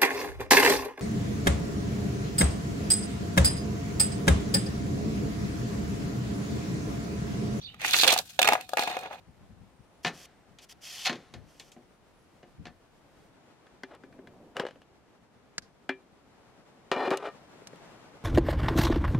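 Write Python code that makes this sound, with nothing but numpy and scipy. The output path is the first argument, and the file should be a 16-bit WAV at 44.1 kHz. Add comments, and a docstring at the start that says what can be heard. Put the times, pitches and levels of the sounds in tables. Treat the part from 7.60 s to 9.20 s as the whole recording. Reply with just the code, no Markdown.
"""A die-cast toy car rattles round a plastic loop in a garden, drops off, tumbles on the base and rolls out.
Blows and wheel chatter are clicks into decaying modes of the hollow plastic track and the metal car,
with short noise ticks; longer rings of base and axles and a low rumble go with them.
A small bird chirps in gliding, husky tones over far traffic, made of coloured noise."""
import sys
import numpy as np
from scipy import signal
from scipy.fft import rfft, irfft
from scipy.io import wavfile

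SR = 44100
rng = np.random.default_rng(int(sys.argv[2]) if len(sys.argv) > 2 else 0)


def ratio(d):
    """dB to gain"""
    e = np.asarray(d, float) / 20
    return 10 ** e


def wav_out(sig):
    """Save sig, one row per channel (or a flat mono array), as 16-bit PCM at SR to the path in sys.argv[1]."""
    wavfile.write(sys.argv[1], SR, np.round(np.clip(np.atleast_2d(sig).T, -1, 1) * 32767).astype(np.int16))


N = 70560
T, F = np.arange(N) / SR, np.fft.rfftfreq(N, 1 / SR)

# Far traffic colour. Each row: frequency in Hz, relative level in dB.
TOWN_COLOUR = [(12, -20), (20, -18.5), (151, -3.5), (351, -18.5), (1350, -12.5), (1600, -35.5),
               (3830, -8.5), (6000, -38.5), (7100, -61.5), (13600, -24.5), (16500, -58)]
# Low rumble. Each row: time in seconds, rms level in dB.
RUMBLE_LEVEL = [(0, -58.5), (.5, -52), (.7, -65), (.9, -54.5), (1.1, -65), (1.6, -63.5)]
# Bird, one list a note. 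Each row: time in seconds, pitch in Hz, relative level in dB.
BIRD_NOTES = [
    [(.015, 3386, -50), (.035, 4590, -47), (.055, 4600, -50), (.068, 3740, -34.5), (.08, 3460, -55),
     (.09, 3220, -73)],
    [(.02, 3100, -61), (.032, 3334, -57), (.05, 3675, -39), (.06, 3650, -67)],
    [(.068, 2400, -65), (.085, 2920, -46.5), (.1, 2960, -46), (.112, 3180, -70), (.135, 2950, -80)],
    [(.08, 4240, -72), (.092, 4600, -74), (.105, 3760, -65), (.12, 4000, -72)],
    [(.0, 5570, -65), (.02, 6020, -54), (.035, 5700, -69), (.06, 5260, -83)],
]
# Wheels chattering on the track. Each row: time in seconds, relative levels of track ring, car ring and
# tick in dB, middle car ring centre in Hz, left minus right of the whole car in dB.
WHEEL_CHATTER = [(0, -72, -58, -75.5, 3620, 2.5), (.185, -66, -64.5, -78, 2400, 0),
                 (.215, -58, -38.5, -55, 2470, 2.5), (.26, -46, -32.5, -38, 2430, 1),
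                 (.3, -48, -29.5, -42.5, 3900, 2.5), (.33, -47, -29, -36.5, 3600, 1.5),
                 (.365, -31.5, -23, -29, 4800, 0.5), (.378, -40, -29, -28.5, 4150, 2.5),
                 (.392, -53, -22.5, -44, 4540, 2.5), (.42, -57, -29.5, -28.5, 4170, -1),
                 (.445, -23.5, -17.5, -31, 3330, 4.5), (.463, -31.5, -38, -41, 3040, -3),
                 (.5, -31.5, -22.5, -39, 3200, -1.5), (.535, -24.5, -24, -30.5, 3300, 1.5),
                 (.556, -47, -35, -47, 3060, -1), (.595, -32, -36, -43, 4400, 1),
                 (.63, -63, -76, -60, 3760, 5), (.7, -69, -49.5, -56, 4030, 4.5),
                 (.785, -80, -76, -62, 3730, -2.5), (.8, -40, -57, -54, 3480, 0),
                 (.85, -32.5, -40, -54, 2630, 1.5), (.9, -28, -36.5, -47, 2700, 1),
                 (.95, -43.5, -35.5, -47, 2490, 2.5), (.985, -41.5, -51.5, -66, 2450, 2.5),
                 (1.02, -50.5, -47.5, -58, 2580, 1.5), (1.065, -83, -72, -70, 2540, 2.5),
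                 (1.12, -50, -54.5, -58, 4000, 2.5), (1.165, -72, -63, -63.5, 2500, 0.5),
                 (1.18, -40, -38, -39, 2520, 0.5), (1.25, -40, -39, -52, 3340, 2.5),
                 (1.3, -35.5, -41.5, -52, 2530, 2), (1.35, -39, -42, -61, 2720, 2),
                 (1.4, -47, -59, -60, 2500, 0.5), (1.45, -40, -47.5, -71, 2550, 1),
                 (1.495, -50, -56.5, -73, 2540, -0.5), (1.53, -41.5, -50.5, -63.5, 2500, 0.5),
                 (1.6, -57, -60, -72, 2500, -2)]
# Blows of car on track. Each row: start in seconds, relative levels of track ring, car ring and tick
# in dB, car ring centre in Hz, track ring centre in Hz.
CAR_BLOWS = [(0.143, -48.5, -47, -55.5, 2560, 950), (0.197, -52, -40.5, -54, 2200, 902),
             (0.206, -54, -36, -68, 2250, 490), (0.215, -39.5, -49, -36.5, 2650, 740),
             (0.247, -26, -19.5, -39, 2050, 956), (0.279, -48, -24.5, -30.5, 2720, 1010),
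             (0.308, -38.5, -24.5, -27, 4900, 746), (0.333, -53, -15, -24, 3800, 826),
             (0.335, -29.5, -13, -39, 3820, 880), (0.342, -28, -13.5, -52, 2530, 1430),
             (0.364, -28, -17.5, -26, 5450, 836), (0.387, -43, -20, -23, 3500, 869),
             (0.397, -49, -13.5, -27, 4440, 856), (0.412, -47, -12.5, -24, 4670, 534),
             (0.419, -50, -18, -41, 3730, 953), (0.434, -12.5, -12, -26, 4400, 697),
             (0.466, -20, -34, -24, 2100, 690), (0.476, -19.5, -13, -13, 3600, 540),
             (0.481, -21, -10.5, -33, 3580, 510), (0.489, -28, -16, -28, 3250, 727),
             (0.503, -23, -16.5, -22.5, 3300, 514), (0.523, -34, -25, -18, 3600, 740),
             (0.527, -16, -31, -23, 4070, 780), (0.537, -24, -38, -19.5, 3480, 640),
             (0.562, -18, -34, -38, 2450, 770), (0.576, -33, -23, -24, 4800, 900),
             (0.587, -30, -19, -23.5, 4640, 706), (0.791, -9, -15, -21, 3270, 682),
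             (0.816, -18.5, -17, -18, 2630, 760), (0.828, -29.5, -14.5, -20, 2850, 856),
             (0.845, -27.5, -22, -27, 2560, 1250), (0.853, -18.5, -21.5, -31, 2570, 484),
             (0.874, -13.5, -13.5, -20, 2600, 850), (0.887, -5.5, -13.5, -21, 2180, 695),
             (0.904, -34, -32, -55, 2660, 680), (0.922, -11.5, -20, -33, 2980, 754),
             (0.932, -10.5, -19.5, -24.5, 1970, 763), (0.952, -16, -27.5, -51, 2140, 776),
             (0.996, -35, -57, -69, 2450, 740), (1.009, -40, -38, -38.5, 2480, 719),
             (1.091, -35, -56, -36.5, 2500, 684), (1.134, -17.5, -35, -37.5, 4060, 745),
             (1.171, -12.5, -21.5, -30, 2420, 716), (1.182, -20, -23.5, -51, 2220, 770),
             (1.193, -15.5, -22, -34, 4230, 794), (1.223, -21.5, -26, -40, 2560, 684),
             (1.234, -20, -27.5, -33.5, 4000, 666), (1.275, -20, -25.5, -38.5, 2600, 740),
             (1.312, -25, -34, -42, 2340, 735), (1.367, -21, -31, -42.5, 2450, 686),
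             (1.389, -34, -40, -42.5, 2480, 764), (1.411, -40, -53, -48, 2480, 711),
             (1.433, -42, -42.5, -49.5, 2480, 700), (1.459, -32.5, -39.5, -56, 2490, 746),
             (1.51, -30.5, -46.5, -69, 2500, 710), (1.529, -34.5, -42, -54.5, 2550, 690)]
# Hollow plastic track. Each row: mode in Hz, relative level in dB, undamped t60 in seconds.
TRACK_MODES = [(240.6, -20, 0.1), (428, -16, 0.12), (531, -6.5, 0.06), (645, -8, 0.032), (740, -6, 0.064),
               (835, -3, 0.029), (973, -2, 0.021), (1230, 7, 0.032), (1425, 3.5, 0.041), (1680, 5.5, 0.043)]
# Metal car body and axles. Each row: mode in Hz, relative level in dB, undamped t60 in seconds.
CAR_MODES = [(1900, 2.5, 0.017), (2184, -1, 0.021), (2450, -0.5, 0.025), (2650, -0.5, 0.024),
             (2872, -6, 0.034), (3200, -5, 0.023), (3509, 0.5, 0.027), (3730, -6.5, 0.046),
             (4103, -2.5, 0.03), (4400, 1.5, 0.013), (4800, -5.5, 0.017), (5000, -12, 0.031),
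             (6150, 1, 0.017), (6610, -6, .03)]
# Contact tick colour. Each row: frequency in Hz, relative level in dB.
TICK_COLOUR = [(880, -71), (1500, 2), (2070, -8.5), (2480, 0.5), (4340, 0.5), (5360, -0.5), (6760, -1),
               (14100, -7), (16000, -17), (16500, -66)]
# Hollow base (lowest) and loose axles. Each row: mode in Hz, relative level in dB, undamped t60 in seconds.
AXLE_MODES = [(743.6, -1, 0.11), (2480, -1.5, 0.086), (3730, -5.5, 0.093), (4227, -4.5, 0.085),
              (6500, -13, .05)]
# Drive of those rings. Each row: time in seconds, relative level in dB.
AXLE_LEVEL = [(0, -110), (.195, -100), (.22, -64), (.4, -65.5), (.58, -67), (.64, -97), (.7, -85),
              (.785, -87), (.85, -50), (.98, -79), (1.015, -67.5), (1.07, -85.5), (1.16, -82), (1.19, -58),
              (1.3, -59.5), (1.4, -70), (1.5, -84), (1.53, -77), (1.6, -85)]
# Unlike share at the two ports. 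Each row: frequency in Hz, gain in dB.
UNLIKE_SHARE = [(100, -13), (700, -17.5), (1500, -2.5), (3000, -1.5), (8000, -1.5), (16000, -10)]
# Port colour. Each row: frequency in Hz, left minus right in dB.
PORT_COLOUR = [(60, -1), (110, 3), (200, 1), (380, 0.5), (700, 2), (1290, 1.5), (2380, -6), (4400, -5.5),
               (8120, 1.5), (15000, 11)]
# Port timing. Each row: frequency in Hz, lag of the right port in seconds.
PORT_LAG = [(300, 0.00029), (800, .00015), (1500, 0.00012), (3000, 0.000096), (7000, 0.00026),
            (16000, 0.000252)]

TOWN_RMS_DB, RUMBLE_TOP_HZ, HUSK_HZ = -66, 222, 180
TRACK_GAIN_DB, CAR_GAIN_DB, TICK_GAIN_DB = -7, -8.5, 2
CENTRE_OCT, SCATTER_DB = .28, 3  # width of the favoured mode region, spread of mode strengths
TICK_T60_S, PUSH_SAMPLES = .018, 7
LOWEST_HZ = 216  # small parts radiate little below this
BOUNCE_GAP_S = .001198  # mean
CHATTER_PER_S, CHATTER_SPREAD_DB, CHATTER_TOP_DB = 4500, 2.2, 8
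PATCH_S, PATCH_OCT, PATCH_DB = .007, .3, 2  # rolling shifts colour and strength every few ms
ROLLING_HZ = 745  # track ring centre under the wheels
CHATTER_DAMPING, AXLE_DAMPING = .43, .87  # factors on t60; rolling wheels shorten the rings
ECHO_DB, ECHO_T60_S, ECHO_START_S = -20, .2, .006


def along(table, col=1):
    """Table column read over time."""
    return np.interp(T, np.array(table)[:, 0], np.array(table)[:, col])


def over_hz(table):
    """Table read over log frequency."""
    hz, value = np.array(table).T
    return np.interp(np.log(F + 1), np.log(hz + 1), value)


def unit(x):
    """Rms 1."""
    return x / np.sqrt(np.mean(x ** 2))


def traffic():
    """Far traffic: steady coloured noise, partly unlike at the two ports."""
    shared, unlike = rfft(rng.standard_normal((2, N))) * ratio(over_hz(TOWN_COLOUR))
    unlike = unlike * ratio(over_hz(UNLIKE_SHARE))
    return ratio(TOWN_RMS_DB) * unit(irfft([shared + unlike, shared - unlike], N))


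def rumble():
    """Low rumble: band-passed noise of varying level, mostly alike at the two ports."""
    band = signal.butter(2, [40, RUMBLE_TOP_HZ], "band", fs=SR)
    shared, unlike = signal.lfilter(*band, rng.standard_normal((2, N)))
    return ratio(along(RUMBLE_LEVEL)) * unit(shared + 0.25 * unlike * np.array([[1], [-1]]))


def bird():
    """Gliding sine notes made husky by slow noise in their amplitude."""
    out = np.zeros(N)
    for note in BIRD_NOTES:
        husk = signal.lfilter(*signal.butter(2, HUSK_HZ, fs=SR), rng.standard_normal(N))
        on = (T >= note[0][0]) & (T <= note[-1][0])
        tone = np.sin(2 * np.pi * np.cumsum(along(note)) / SR)
        out += on * ratio(along(note, 2)) * (.9 + 0.63 * unit(husk)) * tone
    return out


def ring(at, gains, modes, damping):
    """Clicks at samples `at` ring each mode, a decaying sine, with its own gain."""
    out = np.zeros(N)
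    for (hz, db, t60_s), gain in zip(modes, gains.T):
        t60_s = max(t60_s * damping, .004)
        pole = np.exp(2j * np.pi * hz / SR - np.log(1000) / (t60_s * SR))
        out += ratio(db) * signal.lfilter([1], [1, -pole], np.bincount(at, gain, N)[:N]).imag
    return out


def mode_gains(modes, centre_hz, floor):
    """Fresh random mode strengths for each contact, favouring modes near its centre."""
    octaves = np.log2(np.array(modes)[:, 0] / centre_hz[:, None])
    near = np.exp(-.5 * (octaves / CENTRE_OCT) ** 2) + floor
    scatter = ratio(SCATTER_DB * rng.standard_normal(near.shape))
    gains = near * scatter * rng.choice([-1, 1], near.shape)
    return gains / np.sqrt(np.mean(gains ** 2, axis=1, keepdims=True))


def contact_tick(at, tick_db):
    """Coloured noise, dying away after each contact."""
    fade = np.exp(-np.log(1000) / (TICK_T60_S * SR))
    env = signal.lfilter([1], [1, -fade], np.bincount(at, ratio(tick_db + TICK_GAIN_DB), N)[:N])
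    return irfft(rfft(env * rng.standard_normal(N)) * ratio(over_hz(TICK_COLOUR)), N)


def contact(sec, track_db, car_db, tick_db, car_hz, track_hz, damping=1.):
    """Each contact rings track and car and gives a short tick."""
    at = np.clip((sec * SR).astype(int), 0, N - 1)
    track_gains = ratio(track_db + TRACK_GAIN_DB)[:, None] * mode_gains(TRACK_MODES, track_hz, .1)
    track = ring(at, track_gains, TRACK_MODES, damping)
    push = np.hanning(PUSH_SAMPLES)  # softens the push on the track
    track = np.convolve(track, push / push.sum())[:N]
    car_gains = ratio(car_db + CAR_GAIN_DB)[:, None] * mode_gains(CAR_MODES, car_hz, .22)
    car = ring(at, car_gains, CAR_MODES, damping)
    high_pass = signal.butter(3, LOWEST_HZ, "high", fs=SR, output="sos")
    return signal.sosfilt(high_pass, track + car + contact_tick(at, tick_db))


def wheel_clicks():
    """Random wheel contacts: sample, size in dB and colour shift in octaves, in short patches."""
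    at = np.flatnonzero(rng.random(N) < CHATTER_PER_S / SR)
    patch = rng.standard_normal((N, 2))[(at / (PATCH_S * SR)).astype(int)]
    size_db = CHATTER_SPREAD_DB * rng.exponential(size=len(at)) + PATCH_DB * patch[:, 0]
    return at, np.minimum(size_db, CHATTER_TOP_DB), PATCH_OCT * patch[:, 1]


def wheel_chatter(at, size_db, shift_oct):
    """Dense wheel clicks ring track and car, damped by the rolling."""
    track_db = along(WHEEL_CHATTER, 1)[at] + size_db - 8
    car_db = along(WHEEL_CHATTER, 2)[at] + size_db - 9.5
    tick_db = along(WHEEL_CHATTER, 3)[at] + size_db - 20.5
    car_hz = along(WHEEL_CHATTER, 4)[at] * 2 ** shift_oct
    track_hz = np.full(len(at), ROLLING_HZ)
    return contact(at / SR, track_db, car_db, tick_db, car_hz, track_hz, CHATTER_DAMPING)


def blow_bounces():
    """Each blow lands as three quick bounces; returns the columns for contact()."""
    count = len(CAR_BLOWS)
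    sec, track_db, car_db, tick_db, car_hz, track_hz = np.repeat(np.array(CAR_BLOWS), 3, axis=0).T
    gaps_s = BOUNCE_GAP_S * rng.uniform(.5, 1.5, (count, 3)) * [0, 1, 1]
    sec = sec + np.cumsum(gaps_s, axis=1).ravel()
    track_db = track_db + np.tile([-1, -8, -11], count)
    weaker_db = np.tile([-5, -2, -8], count)
    return sec, track_db, car_db + weaker_db, tick_db + weaker_db, car_hz, track_hz


def base_and_axles(at, size_db):
    """Wheel clicks drive longer, narrower rings of hollow base and loose axles."""
    level = ratio(along(AXLE_LEVEL)[at] + size_db)[:, None]
    gains = level * rng.standard_normal((len(at), len(AXLE_MODES)))
    return ring(at, gains, AXLE_MODES, AXLE_DAMPING)


def car_on_track():
    """Two versions with the same contacts but fresh mode strengths and tick noise."""
    bounces = blow_bounces()
    at, size_db, shift_oct = wheel_clicks()
    return [base_and_axles(at, size_db) + contact(*bounces) + wheel_chatter(at, size_db, shift_oct)
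            for _ in range(2)]


def garden_echo(x):
    """Short garden echo: decaying noise of unit energy, separate at each port."""
    t = T[:SR // 2]
    tail = rng.standard_normal((2, SR // 2)) * ratio(-60 * t / ECHO_T60_S) * (t > ECHO_START_S)
    tail = tail / np.sqrt((tail ** 2).sum(axis=1, keepdims=True))
    return ratio(ECHO_DB) * signal.fftconvolve(x[None], tail, axes=1)[:, :N]


def scene():
    """Car at a pair of ports, a short garden echo, rumble, bird and traffic."""
    mid, side = car_on_track()
    side = irfft(rfft(side) * ratio(over_hz(UNLIKE_SHARE)), N)
    pan = ratio(np.outer([.5, -.5], along(WHEEL_CHATTER, 5)))
    car = pan * np.array([mid + side, mid - side])
    echo = garden_echo(mid + 5.8 * bird())  # the bird drives the echo harder than the car does
    return rumble() + car + bird() + echo + traffic()


def low_pass(x):
    """Removes everything above the highest recorded frequency."""
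    return signal.sosfilt(signal.butter(12, 16990, fs=SR, output="sos"), x)


def record(dry):
    """The two ports differ in colour and arrival time; the loudest peaks are rounded."""
    half = ratio(over_hz(PORT_COLOUR) / 2) * np.exp(1j * np.pi * F * over_hz(PORT_LAG))
    ports = irfft(rfft(dry) * [half, 1 / half], N)
    return low_pass(np.tanh(ports))


dry = scene()
out = record(dry)
wav_out(out)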